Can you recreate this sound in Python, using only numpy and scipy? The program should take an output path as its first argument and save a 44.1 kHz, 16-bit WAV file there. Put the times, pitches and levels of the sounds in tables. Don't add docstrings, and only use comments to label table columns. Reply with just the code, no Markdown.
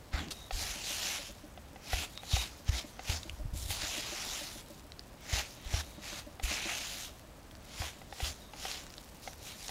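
import sys
import numpy as np
from scipy import signal
from scipy.fft import rfft, irfft
from scipy.io import wavfile
from scipy.ndimage import uniform_filter1d

SR = 44100
rng = np.random.default_rng(int(sys.argv[2]) if len(sys.argv) > 2 else 0)


def master(y):
    cut = np.clip(np.atleast_2d(y).T, -1, 1)
    pcm = np.round(cut * 32767)
    wavfile.write(sys.argv[1], SR, pcm.astype(np.int16))


N = 427769
TIME = np.arange(N) / SR
BINS = np.fft.rfftfreq(N, 1 / SR)

# [f/Hz, relative level/dB]
ROOM_SPECTRUM = [(15, -22), (25, 2), (59, 4.5), (170, -2), (276, -4), (414, -9), (572, -6.5), (1150, -13),
                 (2730, -20.5), (8260, -29.5), (15800, -31)]
# [f/Hz, relative level/dB]
CASING_MODES = [(215, -6), (310, -3.5), (588, -2.5)]
# [start t/s, length t/s, relative level/dB]
THROB_BOUTS = [(0.61, 0.67, -39), (1.291, .3, -39.5), (2.839, .14, -37), (3.251, .43, -39),
               (3.829, .45, -36.5), (4.41, .42, -39.5), (5.977, .43, -38), (6.509, .29, -34.5)]
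# [t/s, level/dB]
BOWL_DRAGS = [
    [(.56, -44), (.78, -49.5)],
    [(3.281, -46), (3.7, -39), (3.92, -54)],
]
# [t/s, level/dB]
FLOUR_GROAN = [(.13, -56), (.24, -43), (.33, -56)]
# [t/s, level/dB, nominal rocking f/Hz]
BOWL_THUMPS = [(0.136, -23.5, 58), (0.525, -28, 36.7), (1.93, -23.5, 57), (2.333, -17.5, 76),
               (2.688, -17, 73.4), (3.093, -22.5, 75), (3.451, -28, 97), (3.532, -32, 114),
               (3.693, -30, 67.4), (5.329, -22, 73), (5.654, -33.5, 45.2), (5.736, -20, 72.5),
               (6.432, -24.5, 43.5), (7.8, -27.5, 74), (8.225, -26, 63)]
# [t/s, peak level/dB]
BLADE_KNOCKS = [(0.508, -27), (1.575, -38.5), (1.759, -38), (1.931, -21.5), (2.233, -35.5), (2.366, -23.5),
                (2.993, -30), (3.705, -31.5), (5.739, -28), (6.397, -31.5), (7.819, -28.5), (8.016, -37.5),
                (8.125, -32), (8.202, -29), (8.535, -33.5), (8.652, -26), (9.275, -27), (9.692, -31)]
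# [mean f/Hz, mean relative level/dB, t60/s]
KNOCK_MODES = [(510, -7, 0.02), (775, 1.5, 0.024), (1365, 4.5, 0.0053), (2017, -7, 0.02), (2610, 3, 0.0068),
               (3470, -4, 0.009)]
# [t/s, level/dB, f/Hz]
WALL_TICKS = [(0.2848, -33, 4440), (0.311, -27, 3800), (2.176, -25, 3800), (3.2318, -28, 3650),
              (3.2959, -25, 2860), (4.9203, -32, 4040), (4.994, -28, 4620), (7.195, -36, 10500),
              (7.512, -38, 3330), (7.5524, -35.5, 4600), (8.7144, -22, 4660), (8.8666, -31.5, 7350),
              (8.903, -35, 4900), (8.9395, -31, 5840), (8.981, -30.5, 3930), (9.3323, -32.5, 7300),
              (9.6822, -20, 6650)]
# [start t/s, length t/s, stirring level/dB]
CRUMB_SPILLS = [(4.66, 0.15, -47), (8.826, 0.66, -49)]
# [start t/s, length t/s, level/dB]
DOUGH_PEELS = [(.3, .23, -57.5), (2.145, .07, -53), (2.3, .16, -45.5), (5.5, .8, -64), (8.4, .1, -61)]
# [f/Hz, width/Hz, mean relative level/dB]
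GLASS_MODES = [(3750, 80, -19), (8470, 60, -18.5), (9430, 60, -18.5), (10100, 70, -21), (11000, 70, -23)]
# [f/Hz, relative level/dB]
GRIT_SPECTRUM = [(240, -13.5), (400, -10), (481, -12.5), (570, -9.5), (1070, -8.5), (2610, -3.5),
                 (3840, -1.5), (7100, -3.5), (8030, -11), (11500, -11.5), (15500, -18), (15800, -40)]
# [full force at t/s, rise t/s, hold t/s, fall t/s, friction level/dB, bite depth/dB, air pocket level/dB]
CHOPS = [(0.136, 0.023, 0.064, 0.12, -51, 9, 0), (0.308, 0.0036, 0.013, 0.027, -43, -6.5, -30),
         (1.926, 0.099, 0.12, 0.035, -42, -4, -4.5), (2.339, 0.12, 0.082, 0.1, -40.5, -5, -12),
         (2.691, 0.041, 0.0044, 0.0079, -44, 0, -28), (2.743, 0.069, 0.053, 0.046, -42.5, -1.5, -5),
         (3.108, 0.1, 0.026, 0.1, -39.5, -2, -19), (5.344, 0.11, 0.062, 0.045, -39, -1.5, -2.5),
         (5.744, 0.13, 0.065, 0.024, -42, -2.5, -8), (6.055, 0.07, 0.14, 0.06, -47.5, -3, -12),
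         (7.811, 0.17, 0.05, 0.11, -44.5, -3.5, -8.5), (8.249, 0.13, 0.028, 0.081, -41, -5, -29),
         (8.647, 0.13, 0.087, 0.15, -43.5, -4, -42), (9.237, 0.057, .01, 0.23, -54, -11, -57),
         (9.466, 0.099, 0.025, 0.19, -47.5, -8, -36), (9.687, 0.35, .03, .1, -47.5, -10, -32)]
# [t/s, relative friction level/dB, treble level/dB]
SWEEPS = [
    [(.51, -58, -8), (.527, -45.5, -9), (.626, -37.5, -8), (.66, -40, -10), (.824, -45, -11.5),
     (.882, -40, -7.5), (1.164, -38, -9.5), (1.206, -46, -13), (1.286, -50, -9), (1.35, -64, -10)],
    [(3.535, -57, -5), (3.578, -49, 0), (3.67, -50.5, -2), (3.714, -36, -5), (3.778, -42.5, -11),
     (3.82, -40, -12), (3.98, -39.5, -9.5), (4.05, -43.5, -12.5), (4.36, -40, -10), (4.6, -51, -7.5),
     (4.65, -67, 0)],
    [(6.423, -54, -16), (6.437, -39, -3.5), (6.47, -40.5, -9), (6.51, -36.5, -12.5), (6.6, -42.5, -14),
     (6.736, -38.5, -11.5), (6.8, -42.5, -11), (7.048, -45, -4.5), (7.125, -62, -9)],
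]
# [t/s, air pocket level/dB]
SWEEP_BITE = [(.95, -3), (3.95, -5), (6.68, 1.5)]
# [friction level/dB, bite depth/dB, air pocket level/dB, treble level/dB]
IDLE_BLADE = (-70.5, -6.5, -16, -5.5)

ROOM_DB, EDGE_HZ = -53.5, 15800
THROB_PERIOD_S = .145
BOOM_ABOVE_DB, BOOM_BELOW_HZ = -40.5, 450
RUSTLE_DB = -15
RING_DB = -5
CHOP_TREBLE_DB = -11.5
SWEEP_GAIN_DB = -1.5
SWEEP_DEPTH_DB, SHALLOWING = -10, 0.46
POCKET_DB_PER_S = 38
CLING_DB, CLING_DB_PER_S = -13, 52


def amp(db):
    return 10 ** (np.asarray(db) / 20)


def unit(x):
    return x / np.sqrt(np.mean(x ** 2) + 1e-20)


def add(mix, s, sound):
    part = mix[max(round(s * SR), 0):][:len(sound)]
    part += sound[:len(part)]


def noise():
    return rng.standard_normal(N)


def wander(per_s):
    steps = rng.standard_normal(8000)
    return unit(np.interp(TIME * per_s * 2, np.arange(len(steps)), steps))


def grains(per_s, spread_db):
    size = amp(spread_db * np.minimum(rng.exponential(1, N), 5))
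    sign = np.sign(noise())
    return unit(size * sign * (rng.random(N) < per_s / SR))


def colour(x, points):
    hz, db = np.transpose(points)
    gain_db = np.interp(np.log(BINS + 1), np.log(hz), db)
    return unit(irfft(rfft(x) * amp(gain_db), N))


def band(x, lo_hz, hi_hz):
    edges = [lo_hz, min(hi_hz, SR / 2 - 1)]
    return signal.sosfilt(signal.butter(3, edges, "band", fs=SR, output="sos"), x)


def resonate(x, hz, width):
    turn = np.exp(2j * np.pi * np.cumsum(hz * np.ones(N)) / SR)
    r = np.exp(-np.pi * width / SR)
    return unit((turn * signal.lfilter([1 - r], [1, -r], x / turn)).real)


def room(hum_db=-61, whine_db=-79):
    hum = resonate(resonate(noise(), 47, 40), 47, 40)
    whine = resonate(resonate(noise(), 8030, 90), 8030, 90)
    return amp(ROOM_DB) * colour(noise(), ROOM_SPECTRUM) + amp(hum_db) * hum + amp(whine_db) * whine


def appliance(level_db=-7, swell_s=0.0071, weak_db=-47):
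    out, t = np.zeros(N), np.arange(SR // 8) / SR
    swell = t / swell_s * np.exp(1 - t / swell_s)
    ends = [s for s, _, _ in THROB_BOUTS[1:]] + [N / SR]
    for (s, length, db), end in zip(THROB_BOUTS, ends):
        for at in np.arange(s, end - THROB_PERIOD_S / 2, THROB_PERIOD_S):
            throb_db = db if at + THROB_PERIOD_S / 2 < s + length else weak_db
            boom_db = max(throb_db - BOOM_ABOVE_DB, 0) / 2
            ring = np.zeros(len(t))
            for hz, mode_db in CASING_MODES:
                gain_db = mode_db + boom_db * (hz < BOOM_BELOW_HZ) + 2 * rng.standard_normal()
                detuning = .5 * rng.standard_normal() * t / swell_s
                ring += amp(gain_db) * np.sin(2 * np.pi * (hz * t + rng.random()) + detuning)
            add(out, at, amp(level_db + throb_db) * swell * ring)
    return out


def kitchen(x, wet_db=-15, t60=0.13):
    t = np.arange(SR // 2) / SR
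    tail = rng.standard_normal(len(t)) * amp(-60 * t / t60)
    return x + amp(wet_db) * signal.oaconvolve(x, tail / np.linalg.norm(tail))[:N]


def rumble(rows, lo_hz, hi_hz):
    s, db = np.transpose(rows)
    level = amp(np.interp(TIME, s, db, left=-120, right=-120))
    return level * unit(band(grains(900, 0.91), lo_hz, hi_hz))


def thumps(crest_turns=0.55, slowing=0.93, shudder_db=-14, shudder_hz=69, shudder_s=0.051):
    out, t = np.zeros(N), np.arange(SR // 2) / SR
    for s, db, hz in BOWL_THUMPS:
        u = (hz * t / crest_turns) ** slowing
        rock = np.sin(2 * np.pi * crest_turns * u) * (u * np.exp(1 - u)) ** 3
        v = t / shudder_s
        shudder_turns = shudder_hz * rng.uniform(.85, 1.15) * t + rng.random()
        shudder = np.sin(2 * np.pi * shudder_turns) * v ** 2 * np.exp(1 - v ** 2)
        add(out, s, amp(db) * (rock + amp(shudder_db) * shudder))
    return out


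def knocks(contact_s=0.0021, clack_db=-5, clack_t60=0.019):
    out, t = np.zeros(N), np.arange(SR // 10) / SR
    for s, db in BLADE_KNOCKS:
        ring = np.zeros(len(t))
        for k, (hz, mode_db, t60) in enumerate(KNOCK_MODES):
            decay = amp(mode_db + rng.standard_normal() - 60 * t / t60)
            ring += (-1) ** k * decay * np.sin(2 * np.pi * hz * rng.normal(1, 0.034) * t)
        clack = unit(band(rng.standard_normal(len(t)), 1110, 4400))
        ring += amp(clack_db - 60 * t / clack_t60) * clack
        ring *= 1 - np.exp(-t / contact_s)
        add(out, s, amp(db) * ring / abs(ring).max())
    return out


def ticks(ring_cycles=19, crack_db=-7, crack_t60=0.0072, contact_s=0.00017):
    out, t = np.zeros(N), np.arange(SR // 20) / SR
    for s, db, hz in WALL_TICKS:
        ring = np.sin(2 * np.pi * hz * t) * amp(-60 * hz * t / ring_cycles)
        crack = unit(band(rng.standard_normal(len(t)), 940, 6500)) * amp(crack_db - 60 * t / crack_t60)
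        add(out, s, amp(db) * (ring + crack) * (1 - np.exp(-t / contact_s)))
    return out


def spilling():
    stir_db = np.full(N, -np.inf)
    for s, length, db in CRUMB_SPILLS:
        stir_db[(TIME > s) & (TIME < s + length)] = db
    return stir_db


def crumbs(force_db, level_db=-63, follow=0.34, per_s=8, spread_db=3, ring_cycles=4):
    stir = unit(amp(follow * force_db))
    out, t = np.zeros(N), np.arange(SR // 100) / SR
    for hz in np.geomspace(3500, 14000, num=20):
        size = amp(spread_db * np.minimum(rng.exponential(1, N), 3))
        hits = size * (rng.random(N) < per_s / SR)
        ping = np.cos(2 * np.pi * hz * t) * amp(-60 * hz * t / ring_cycles)
        out += np.sqrt(hz) * signal.oaconvolve(hits, ping)[:N]
    return amp(level_db) * stir * unit(out)


def peels(wall_hz=3770, width=80):
    grip = np.zeros(N)
    for s, length, db in DOUGH_PEELS:
        add(grip, s, amp(db) * signal.windows.tukey(round(length * SR), .25))
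    catch = unit(amp(2 * wander(40)))
    wall = resonate(resonate(grains(730, 2.6), wall_hz, width), wall_hz, 10 * width)
    return grip * catch * wall


def blade():
    strokes = []
    for s, rise, hold, fall, db, depth_db, pocket_db in CHOPS:
        away = np.maximum((s - TIME) / rise, 0) + np.maximum((TIME - s - hold) / fall, 0)
        treble_db = CHOP_TREBLE_DB - .5 * min(depth_db, 0)
        strokes.append((db - 20 * away, depth_db, pocket_db, treble_db))
    for curve, (s, deepest_db) in zip(SWEEPS, SWEEP_BITE):
        times, db, treble_db = np.transpose(curve)
        db = SWEEP_GAIN_DB + np.interp(TIME, times, db, left=-np.inf, right=-np.inf)
        treble_db = np.interp(TIME, times, treble_db)
        depth_db = SWEEP_DEPTH_DB - SHALLOWING * treble_db
        pocket_db = deepest_db - POCKET_DB_PER_S * abs(TIME - s)
        strokes.append((db, depth_db, pocket_db, treble_db))
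    state = IDLE_BLADE
    for stroke in strokes:
        state = [np.where(stroke[0] > state[0], new, old) for new, old in zip(stroke, state)]
    force_db, *tone = state
    fade = CLING_DB_PER_S * TIME
    cling_db = np.maximum.accumulate(force_db + fade) - fade + CLING_DB
    return np.maximum(force_db, cling_db), *tone


def patchy(x, patch_db=2, per_s=16):
    hz, t, z = signal.stft(x, SR, nperseg=256)
    patches = uniform_filter1d(rng.standard_normal(z.shape), size=6, axis=0)
    patches = unit(uniform_filter1d(patches, size=round(1 / (t[1] * per_s)), axis=1))
    return unit(signal.istft(z * amp(patch_db * patches), SR, nperseg=256)[1][:N])


def dough(force_db, depth_db, pocket_db, treble_db, clump_db=0.78, clumps_per_s=70, coarse_db=-4,
          crunch_db=-2, hollow_db=-10, gap_db=-1, gap_hz=2080, deep_db=-2, octave_db=10):
    force = amp(force_db + clump_db * wander(clumps_per_s))
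    grit = grains(12000, 2) + amp(coarse_db) * grains(500, 2)
    grit = patchy(colour(grit, GRIT_SPECTRUM))
    low = signal.sosfiltfilt(signal.butter(2, 2300, fs=SR, output="sos"), grit)
    top = signal.sosfiltfilt(signal.butter(6, 7800, "high", fs=SR, output="sos"), grit)
    fizz = unit(grit - low - top) + amp(treble_db) * unit(top)
    glass = sum(amp(db + 2 * wander(2)) * resonate(noise(), hz, width) for hz, width, db in GLASS_MODES)
    ring = amp(RING_DB - .5 * depth_db) * glass
    crunch = amp(crunch_db) * unit(low)
    hollow = amp(hollow_db) * unit(band(grains(4000, 2.5), 634, 880))
    octaves_up = (deep_db - np.minimum(depth_db, deep_db)) / octave_db
    pocket_hz = gap_hz * 2 ** (octaves_up + 0.086 * wander(18))
    pocket = resonate(resonate(grains(2500, 4.0), pocket_hz, 900), pocket_hz, 900)
    pocket = amp(gap_db + pocket_db) * pocket
    return force * (fizz + ring + pocket + amp(depth_db) * (crunch + hollow))


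def scene():
    background = room() + appliance()
    drags = sum(rumble(drag, lo_hz=25.9, hi_hz=81) for drag in BOWL_DRAGS)
    groans = rumble(FLOUR_GROAN, lo_hz=135, hi_hz=337) + drags
    force_db, *tone = blade()
    spill_db = spilling()
    hits = knocks() + ticks() + crumbs(np.maximum(force_db, spill_db))
    rubbing = dough(np.maximum(force_db, spill_db + RUSTLE_DB), *tone) + peels()
    mono = background + groans + thumps() + kitchen(hits) + rubbing
    return np.array([mono, mono])


def record(dry):
    lowpass = signal.firwin(1023, EDGE_HZ, window=("kaiser", 9), fs=SR)
    return signal.oaconvolve(dry, lowpass[None], "same")


dry = scene()
out = record(dry)
master(out)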